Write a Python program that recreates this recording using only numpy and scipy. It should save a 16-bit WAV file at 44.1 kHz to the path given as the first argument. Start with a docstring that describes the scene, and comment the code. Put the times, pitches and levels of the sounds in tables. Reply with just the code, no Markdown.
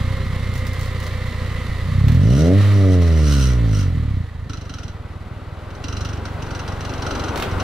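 """Exhaust of an idling four-cylinder car, close behind the tailpipe: gas pulses ring the pipe once per firing.
The engine is blipped once and sags to a lumpy low idle; loose sheet metal on the exhaust rattles and buzzes.
The engine bay whirs and whines as filtered noise and shaft orders; grit cracks on the concrete in noise bursts.
Tyre roar of a car in the street, coloured noise, swells towards the end."""
import sys
import numpy as np
from scipy import signal
from scipy.fft import rfft, irfft, next_fast_len
from scipy.io import wavfile
from scipy.ndimage import uniform_filter1d, map_coordinates

SR = 44100
rng = np.random.default_rng(int(sys.argv[2]) if len(sys.argv) > 2 else 0)


def output_pcm(signal):
    """Save a mono or channel-first signal as 16-bit PCM at the path in sys.argv[1].

    Samples are clipped to [-1, 1] before scaling.
    """
    pcm = np.clip(np.atleast_2d(signal).T, -1, 1) * 32767
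    wavfile.write(sys.argv[1], SR, np.round(pcm).astype(np.int16))


N = 336466

# All levels are relative: the mix adds further gains.
# engine speed: t/s, firing rate/(1/s)
FIRING_RATE = [(0, 31.39), (1.86, 29.36), (2.07, 35.06), (2.22, 48.11), (2.57, 101.18), (2.74, 101.09),
               (3.3, 72.35), (4.24, 27.48), (4.5, 26.26), (4.76, 21.06), (5.1, 18.86), (5.52, 19.32),
               (5.96, 24.69), (6.5, 23.38), (7.15, 23.11), (7.46, 21.31), (7.63, 25.13)]
# throttle, held ajar after the blip: t/s, opening/(0-1)
THROTTLE = [(1.78, 0), (1.92, 0.93), (2.54, 1), (2.62, 0.5)]
# unevenness of the burn, high at idle: t/s, roughness/(0-1)
ROUGHNESS = [(1.8, 0.9), (2.02, 0.42), (2.4, 0.32), (2.62, 0.27), (3.2, 0.23), (3.8, 0.37), (4.2, 0.63),
             (4.3, 0.79), (7.63, 0.87)]
IDLE_FIRINGS_PER_S = 31.3
LOAD_CLIMB_PER_S2 = 13  # climb of the firing rate that counts as full load

# strength of the gas pulses at the tailpipe: t/s, level/dB
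PULSE_LEVEL = [(0, -20.5), (1.1, -25), (1.83, -22.5), (2.04, -13), (3.2, -13), (3.85, -17), (3.95, -19.5),
               (4.2, -20), (4.26, -31.5), (4.43, -27.5), (4.68, -32.5), (4.8, -30.5), (5.76, -34),
               (5.99, -24.5), (6.26, -29), (6.42, -28.5), (7.28, -28), (7.45, -35), (7.54, -22.5)]
# answer of the exhaust to one firing: f/Hz, level/dB
PIPE = [(12, -39), (30, 1), (55, 5), (95, 9), (135, -3), (190, -14), (235, -19), (285, -15.5), (335, -31),
        (450, -25), (510, -30.5), (585, -25), (770, -40), (1200, -79), (3000, -105)]
# turbulent gas leaving the tailpipe: f/Hz, level/dB
GUSH = [(25, -0.5), (55, -13), (95, 1.5), (150, -2.5), (200, -9.5), (250, -9), (310, -38), (600, -42)]
# orders meeting pipe resonances: firing rate/(1/s), half width/(1/s), drone swell/dB, bark swell/dB
PIPE_SWELLS = [(40.4, 2, 7, -2), (52.3, 5.3, 4.5, 1.5), (70.6, 6.4, 7, 0), (92.5, 5, 4.5, 6.5)]
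# drone over boom; more under load; more again per octave of revs under load
DRONE_DB, DRONE_LOAD_DB, DRONE_LOAD_DB_PER_OCT = -11, 5.5, 4.5
# bark (sharp pulse edge) over boom; more per octave of revs; more again per octave under load
BARK_DB, BARK_DB_PER_OCT, BARK_LOAD_DB_PER_OCT = -31, 11, 8.5
# brief dulling of the pulses as the throttle drops back
LIFT_S, LIFT_WIDTH_S, LIFT_DRONE_DB, LIFT_BARK_DB = 2.622, 0.099, -2.5, -16
# rounding of slow pulses under load: cut, corner, firing rate at which it ends
SOFT_DB, SOFT_HZ, SHARP_FIRINGS_PER_S = -20, 212, 75

# ringing of the loose sheet metal: f/Hz, width/Hz, level/dB
SHEET_MODES = [(1200, 100, -6), (1446, 46, 9.5), (2775, 82, -2), (4050, 135, 0.5), (4560, 41, -7),
               (4830, 30, -0.5), (5270, 83, -4), (5540, 100, -3.5), (5900, 73, -1.5), (6040, 53, -1.5),
               (8380, 840, -17.5)]
# contact noise of the sheet metal: f/Hz, level/dB
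SCRAPE = [(900, -29), (1350, 20), (1750, -12), (2900, 9.5), (3500, 2), (4100, -6), (6000, -2.5), (6700, -7),
          (7500, -28), (8600, -24), (10500, -20), (15500, -34)]
# rattle spells at low idle: start t/s, end t/s, start level/dB, end level/dB
RATTLE_SPELLS = [(4.47, 4.68, -37, -48), (4.68, 4.89, -39, -41.5), (5.66, 5.77, -51, -46),
                 (5.81, 6.08, -37, -32), (6.07, 6.185, -36.5, -48.5), (6.23, 6.28, -35.5, -37),
                 (6.4, 6.49, -33, -53), (6.49, 6.62, -37, -36), (6.661, 6.77, -27.5, -55),
                 (6.79, 7.0, -35.5, -40), (7.0, 7.31, -32, -35.5), (7.49, 7.53, -39.5, -39.5),
                 (7.57, 7.63, -26.5, -35)]
# strike point in the firing cycle at this firing rate; cycles later per extra firing per s
RATTLE_PHASE_CYCLES, RATTLE_FIRINGS_PER_S, RATTLE_SLIP_CYCLES = 0.772, 23.55, .04
RATTLE_SCATTER_DB = 1.2
RATTLE_ATTACK_S, RATTLE_HOLD_S, RATTLE_TAIL_S, RATTLE_TAIL_GAIN = .001, .01, .034, .27
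# buzz ranges: firing rate/(1/s), half width/(1/s), level/dB, flutter/dB
BUZZ_RANGES = [(49.8, 4.2, -41.5, 3), (69.2, 7.24, -34, 1), (90.4, 18, -46.5, 4.5)]
# brightening of the buzz by harder contacts: f/Hz, level/dB
HARD_CONTACT = [(1400, -6.5), (2800, -3.5), (4100, -3.0), (6000, 0), (7500, 1.5), (9000, 4.5), (15000, 9)]
BUZZ_EDGE = 2.8  # abruptness of onset and stop
# full load weakens the buzz, shifts its ranges up and widens them by this share
BUZZ_LOAD_DB, BUZZ_LAG_FIRINGS_PER_S, BUZZ_WIDENING = -7.5, 6.2, 0.83

# engine bay: t/s, level/dB
BAY_LEVEL = [(0, -34.5), (1.9, -34.5), (2.25, -36.5), (2.5, -35), (2.64, -28.5), (2.9, -36), (3.1, -33.5),
             (3.6, -37.5), (4.0, -41.5), (4.4, -48), (5.0, -48), (5.6, -46.5), (6.3, -42), (7.63, -36.5)]
# whir colour: f/Hz, level/dB
WHIR = [(180, -14), (300, -4), (417, -3.5), (517, -1), (720, -7.5), (877, -10), (1030, -4), (1560, -10),
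        (2040, -2.5), (2400, -12.5), (3870, -13), (5480, -22.5), (12500, -30.5), (14000, -32.5),
        (15500, -84)]
# ringing of the engine's covers: f/Hz, width/Hz, level/dB
COVERS = [(527, 40, -4), (1055, 28, -8), (1206, 71, -0.5), (1970, 36, 2), (3900, 720, -15.5)]
# chain and belt whine: multiple of the firing rate, level/dB
WHINE_ORDERS = [(17, 3.5), (34, -5), (39, -13), (63, -1.5), (68, 2)]
WHINE_DB, WHINE_WAVER_RAD = -7, 0.17

# shoe scuffing grit: start t/s, length/s, level/dB, low crunch level/dB
SCUFFS = [(0.539, .04, -29.5, -15), (0.668, .005, -24, -14), (0.734, .005, -29, -20),
          (0.794, .07, -28.5, -16), (1.002, .07, -30, -1), (2.083, .005, -26, 4), (2.12, .025, -30.5, 1.5),
          (7.359, .06, -24.5, 2.5), (7.426, .005, -36.5, 12.5)]
# colour of the snap and of the crunch: f/Hz, level/dB
SNAP = [(1500, -13), (5500, -2.5), (8000, -9.5), (15000, -12)]
CRUNCH = [(500, 0.0), (1500, -5), (4200, -10), (7000, -33), (15000, -29)]
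GRAINS_PER_S, GRAIN_DB = 50, -2  # cracks after the first of a scuff; mean level against it

# car in the street: t/s, level/dB
STREET_LEVEL = [(0, -59), (4.3, -47), (5.0, -43), (5.6, -39), (6.2, -35.5), (6.8, -31.5), (7.25, -27.5),
                (7.63, -25)]
# tyre roar colour: f/Hz, level/dB
TYRES = [(30, 4.5), (90, 4), (260, 3), (400, 2.5), (650, 0), (820, -2), (1200, -3), (1550, -4.5),
         (1800, -19.5), (2600, -14), (4200, -27.5), (7000, -34.5), (15000, -42)]
# share of the street's left-right level offset: f/Hz, share/(0-1)
STREET_SIDE = [(200, 0), (700, 0.83), (1200, 1), (3000, 0.23)]
# reverberation off house fronts: f/Hz, t60/s
YARD_T60 = [(100, 0.07), (1500, 0.54), (10000, 0.056)]

# stereo likeness of the sources: f/Hz, correlation/(0-1)
LIKENESS = [(100, .995), (500, 0.93), (1500, 0.93), (4000, 0.69), (8000, 0.44), (14000, .2)]
# channel balance: f/Hz, left minus right/dB
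CHANNEL_LEAN = [(60, -2), (160, -0.5), (380, 0.5), (900, 0.5), (1400, 0.5), (1750, -0.5), (2600, -3.5),
                (4000, -2.5), (6000, -0.5), (15000, 0)]
# channel phase: f/Hz, lag of left/rad
CHANNEL_LAG = [(20, .1), (100, 0.36), (400, 0.47), (900, 0.45), (1800, 0.47), (4000, 0.11), (7000, 1.1),
               (14000, 1.95)]
TOP_HZ = 15700


def amp(db):
    """Decibels to gain."""
    return np.exp(np.asarray(db) * (np.log(10) / 20))


def unit(x):
    """Scale to rms 1."""
    return x / np.sqrt(np.mean(x ** 2) + 1e-20)


def unit_band(response):
    """A response that keeps the power of white noise."""
    return response / np.sqrt(np.mean(np.abs(response) ** 2))


def along(points, hz):
    """(f/Hz, value) points read on a log axis."""
    f, v = np.transpose(points)
    return np.interp(np.log(hz + 1), np.log(f + 1), v)


def curves(rows):
    """One value per sample for each column after the time."""
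    s, *cols = np.transpose(rows)
    return [np.interp(np.arange(N) / SR, s, c) for c in cols]


def bell(x, centre, width, edge=2):
    """A smooth bump of height 1; a higher edge flattens its top."""
    return np.exp(-np.abs((x - centre) / width) ** edge)


def wobble(knots_per_s):
    """A smooth random curve."""
    knots = rng.standard_normal(int(N * knots_per_s / SR) + 4)
    return map_coordinates(knots, [np.arange(N) * knots_per_s / SR])


def white():
    """Two unrelated noises."""
    return rng.standard_normal((2, N))


def filtered(x, response):
    """x times a complex response of frequency."""
    m = 2 * next_fast_len(N // 2 + SR // 4)
    return irfft(rfft(x, m) * response(np.fft.rfftfreq(m, 1 / SR)), m)[..., :N]


def below(f, hz):
    """Zero-phase low-pass gain."""
    return 1 / (1 + (f / hz) ** 8)


def causal(gain):
    """Minimum-phase response: with this gain, rings only after it is struck."""
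    cepstrum = irfft(np.log(np.maximum(gain, 1e-6)))
    half = len(cepstrum) // 2
    cepstrum[1:half] *= 2
    cepstrum[half + 1:] = 0
    return np.exp(rfft(cepstrum))


def resonances(modes, f):
    """Summed response of (f/Hz, width/Hz, level/dB) modes of alternating sign."""
    total = 0
    for k, (centre, width, db) in enumerate(modes):
        damping = 1j * f * width
        total = total + (-1) ** k * amp(db) * damping / (centre * centre - f * f + damping)
    return total


def spread(pair, response):
    """Two unrelated signals become a coloured stereo pair, alike in the bass."""
    def mix(f):
        turn = np.arccos(np.clip(along(LIKENESS, f), -1, 1)) / 2
        return response(f) * np.array([np.cos(turn), np.sin(turn)])
    mid, side = filtered(pair, mix)
    return np.array([mid + side, mid - side])


def steady(x, cycles):
    """x held at rms 1, averaged over a few firings."""
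    per_cycle = 2048
    grid = np.linspace(cycles[0], cycles[-1], int((cycles[-1] - cycles[0]) * per_cycle))
    power = uniform_filter1d(np.interp(grid, cycles, x * x), size=per_cycle)
    power = uniform_filter1d(power, size=2 * per_cycle)
    return x / np.sqrt(np.abs(np.interp(cycles, grid, power)) + 1e-20)


def firing_pulses(cycles, throttle, rough, scatter_db=1.4, uneven_db=2.5):
    """One impulse per firing; roughness scatters them, and with open throttle the four cylinders differ."""
    count = np.arange(1, int(cycles[-1]) + 1)
    at = np.interp(count, cycles, np.arange(N)).astype(int)
    cylinder_db = uneven_db * (rough * throttle)[at] * np.cos(np.pi * count / 2)
    scatter = scatter_db * rough[at] * rng.standard_normal(len(at))
    pulses = np.zeros(N)
    pulses[at] = amp(cylinder_db + scatter)
    return pulses


def pulse_shares(speed, load):
    """Shares of boom, drone and bark: revs and load move the power upwards; lifting off dulls the pulses."""
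    octaves = np.log2(speed / IDLE_FIRINGS_PER_S)
    lift = bell(np.arange(N) / SR, LIFT_S, LIFT_WIDTH_S)
    drone_db = DRONE_DB + load * (DRONE_LOAD_DB + DRONE_LOAD_DB_PER_OCT * octaves) + LIFT_DRONE_DB * lift
    bark_db = BARK_DB + (BARK_DB_PER_OCT + BARK_LOAD_DB_PER_OCT * load) * octaves + LIFT_BARK_DB * lift
    for rate, width, drone_swell_db, bark_swell_db in PIPE_SWELLS:
        meeting = bell(speed, rate, width)
        drone_db = drone_db + drone_swell_db * meeting
        bark_db = bark_db + bark_swell_db * meeting
    drone, bark = amp(drone_db), amp(bark_db)
    return np.array([np.ones(N), drone, bark]) / np.sqrt(1 + drone ** 2 + bark ** 2)


def exhaust(cycles, throttle, load, shares, coast_db=-7, boom_hz=135, bark_hz=325, sub_hz=62, sub_db=-8):
    """One gas pulse per firing rings the pipe; pulses blur at idle and turn clean and sharp at speed."""
    rough = np.clip(curves(ROUGHNESS)[0], 0, .95)
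    pulses = firing_pulses(cycles, throttle, rough)
    # eddies in the gas roughen the upper orders
    eddies = filtered(rng.standard_normal(N), lambda f: f * f / (f * f + 350 ** 2))
    eddies = eddies * np.sqrt(np.gradient(cycles))
    flutter = .3 * throttle + .7 * rough
    gas = filtered(pulses + flutter * eddies, lambda f: causal(amp(along(PIPE, f))))
    # open throttle: the pipe's main resonance outweighs the deepest bass
    gas = gas + (amp(sub_db * throttle) - 1) * filtered(gas, lambda f: below(f, sub_hz))
    # a big charge at low revs leaves as a long, round pulse
    slowness = np.clip(2.3 * (1 - np.gradient(cycles) * SR / SHARP_FIRINGS_PER_S), 0, 1)
    gas = gas + (amp(SOFT_DB * load * slowness) - 1) * filtered(gas, lambda f: 1 - below(f, SOFT_HZ))
    # top-edge cut, deepest with the throttle shut
    gas = gas + (amp(coast_db * (2 - throttle)) - 1) * filtered(gas, lambda f: 1 - below(f, 440))
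    puffs = amp(3.5 * np.cos(2 * np.pi * (cycles - .3)))
    gush = filtered(rng.standard_normal(N) * puffs, lambda f: amp(along(GUSH, f)))

    def band(response, noisy):
        clean = steady(filtered(gas, response), cycles)
        blurred = unit(filtered(gush, response))
        return np.sqrt(1 - np.clip(noisy, 0, 1) ** 2) * clean + noisy * blurred
    boom = band(lambda f: below(f, boom_hz), .4 * rough ** 1.5)
    drone = band(lambda f: below(f, bark_hz) - below(f, boom_hz), rough ** 1.13)
    bark = steady(filtered(gas, lambda f: 1 - below(f, bark_hz)), cycles)
    return amp(curves(PULSE_LEVEL)[0]) * np.sum(shares * np.array([boom, drone, bark]), axis=0)


def rattles(speed, cycles):
    """(t/s, level/dB) of each sheet-metal strike: one per firing cycle while a spell lasts."""
    slip = RATTLE_SLIP_CYCLES * (speed - RATTLE_FIRINGS_PER_S)
    cycle = np.floor(cycles - RATTLE_PHASE_CYCLES - slip)
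    strikes_s = np.flatnonzero(np.diff(cycle) > 0) / SR
    scatter_db = RATTLE_SCATTER_DB * rng.standard_normal(len(strikes_s))
    hits = []
    for start, end, first_db, last_db in RATTLE_SPELLS:
        for s, extra_db in zip(strikes_s, scatter_db):
            if start <= s < end:
                hits.append((s, np.interp(s, [start, end], [first_db, last_db]) + extra_db))
    return hits


def shield(speed, cycles, load, ring_db=4, panel_hz=272):
    """Loose sheet metal: contact bursts ring its modes at low idle; a brighter buzz in some rev ranges."""
    t = np.arange(SR // 12) / SR
    # fast attack, brief hold, weaker tail
    body = bell(t, 0, RATTLE_HOLD_S) + RATTLE_TAIL_GAIN * np.exp(-t / RATTLE_TAIL_S)
    burst = (1 - np.exp(-t / RATTLE_ATTACK_S)) * body
    shaking = np.zeros(N + SR)
    for s, db in rattles(speed, cycles):
        shaking[int(s * SR):][:len(t)] += amp(db + 5) * burst / burst.max()

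    def sheet(f):
        mode_power = sum(np.abs(resonances([mode], f)) ** 2 for mode in SHEET_MODES)
        mode_power = mode_power / (1 + (f / 13000) ** 4)
        scrape = amp(along(SCRAPE, f) - 9)
        return unit_band(causal(np.sqrt(scrape ** 2 + amp(ring_db) ** 2 * mode_power)))
    chatter = unit(white() * amp(1.5 * wobble(900)))
    ring = spread(shaking[:N] * chatter, sheet)
    # buzz only while the revs are in one of its ranges, throbbing once per firing
    throb = unit(np.exp(-1.2 * ((cycles + 0.27) % 1)))
    flutter = wobble(40)
    sway = 0
    for rate, width, db, flutter_db in BUZZ_RANGES:
        in_range = bell(speed - BUZZ_LAG_FIRINGS_PER_S * load, rate, width * (1 + BUZZ_WIDENING * load), BUZZ_EDGE)
        sway = sway + amp(db + flutter_db * flutter) * in_range
    sway = amp(BUZZ_LOAD_DB * load) * sway
    # faster shaking makes harder contacts
    buzz = spread(sway * throb * chatter, lambda f: unit_band(sheet(f) * amp(along(HARD_CONTACT, f))))
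    # each burst also flexes the whole panel in its lowest mode
    panel = spread(shaking[:N] * white(), lambda f: unit_band(resonances([(panel_hz, 65, 0)], f) ** 2))
    return ring + amp(3.5) * buzz + amp(-3) * panel


def underbody(x, echo=0.51, count=14):
    """Bounces between floor pan and concrete comb the sound finely."""
    delays_s = rng.uniform(.002, .035, count)
    bounces = sum(np.roll(x, int(d * SR), axis=-1) for d in delays_s)
    return unit(x + echo / np.sqrt(count) * bounces)


def engine_bay(cycles, load, tick_db=-0.5):
    """Valve gear whirs, ticks twice per firing and rings the covers; chain and belt whine at shaft orders."""
    ticking = amp(-tick_db * np.cos(4 * np.pi * cycles) + 1.28 * wobble(160))
    whir = unit(spread(white() * ticking, lambda f: amp(along(WHIR, f))))
    covers = unit(spread(white() * ticking * amp(1.6 * wobble(45)), lambda f: resonances(COVERS, f)))
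    whine = 0
    for order, db in WHINE_ORDERS:
        phase = 2 * np.pi * order * cycles + WHINE_WAVER_RAD * wobble(12)
        whine = whine + amp(db + 2 * wobble(10)) * np.sin(phase)
    # the whine stands out only at idle
    slow = np.minimum(1, 31.5 / (np.gradient(cycles) * SR)) ** 8
    whine = amp(WHINE_DB) * slow * (1 - load) * unit(whine)
    bay = amp(-1.5) * underbody(whir) + amp(-8.0) * covers + whine
    return amp(curves(BAY_LEVEL)[0]) * bay * amp([[-.6], [.6]])


def cracks():
    """(t/s, level/dB, low crunch/dB) per grain: a scuff opens with one crack; a longer one adds more, unevenly."""
    grains = []
    for start, length, db, low_db in SCUFFS:
        grains.append((start, db, low_db))
        later = rng.uniform(-1, 1, (8, 2))[:int(length * GRAINS_PER_S)]
        for k, (late, size) in enumerate(later, 1):
            grains.append((start + (k + .4 * late) / GRAINS_PER_S, db + GRAIN_DB + 3 * size, low_db))
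    return grains


def grit(life_s=0.00067, crumble=0.34, crumble_s=0.02):
    """Grains of sand crack under a shoe and crumble briefly: decaying bursts of bright and dull noise."""
    t = np.arange(SR // 12) / SR
    crack = np.exp(-t / life_s) + crumble * np.exp(-t / crumble_s)
    snap, crunch = np.zeros((2, N + SR))
    for s, db, low_db in cracks():
        snap[int(s * SR):][:len(t)] += amp(db - 5) * crack
        crunch[int(s * SR):][:len(t)] += amp(db + low_db + 1.0) * crack
    bright = spread(white() * snap[:N], lambda f: unit_band(amp(along(SNAP, f))))
    dull = spread(white() * crunch[:N], lambda f: unit_band(amp(along(CRUNCH, f))))
    return bright + dull


def yard(x):
    """House fronts answer with a short, diffuse tail: noise decaying at its own t60 per frequency."""
    hz, t, z = signal.stft(rng.standard_normal((2, SR // 3)), SR, nperseg=256)
    decay = amp(-60 * t / along(YARD_T60, hz)[:, None])
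    tail = signal.istft(z * decay, SR, nperseg=256)[1]
    return signal.fftconvolve(x, tail / np.linalg.norm(tail[0]), axes=1)[:, :N]


def street(side_db=3.0):
    """Tyre roar, coloured noise, swells as a car draws near from the left."""
    roar = unit(spread(white(), lambda f: amp(along(TYRES, f))))
    roar = filtered(roar, lambda f: amp(np.outer([side_db, -side_db], along(STREET_SIDE, f))))
    return amp(curves(STREET_LEVEL)[0] + 0.69 * wobble(9)) * roar


def scene():
    """The crankshaft drives pipe, bay and rattle together."""
    speed, = curves(FIRING_RATE)
    throttle = np.clip(curves(THROTTLE)[0], 0, 1)
    # load: open throttle while the revs climb
    climb = np.gradient(uniform_filter1d(speed, size=4096)) * SR
    load = throttle * np.clip(climb / LOAD_CLIMB_PER_S2, 0, 1)
    cycles = .732 + np.cumsum(speed) / SR  # firing cycles so far
    pipe = exhaust(cycles, throttle, load, pulse_shares(speed, load))
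    metal_and_grit = shield(speed, cycles, load) + grit()
    echo = amp(-9) * yard(metal_and_grit)
    return pipe + metal_and_grit + engine_bay(cycles, load) + echo + street()


def record(dry):
    """Two microphones differ in colour and phase; nothing passes above TOP_HZ."""
    def ports(f):
        lean = amp(np.outer([.5, -.5], along(CHANNEL_LEAN, f)))
        lag = np.exp(1j * np.outer([-.5, .5], along(CHANNEL_LAG, f)))
        return lean * lag * (f < TOP_HZ)
    return filtered(dry, ports)


dry = scene()
out = record(dry)
output_pcm(out)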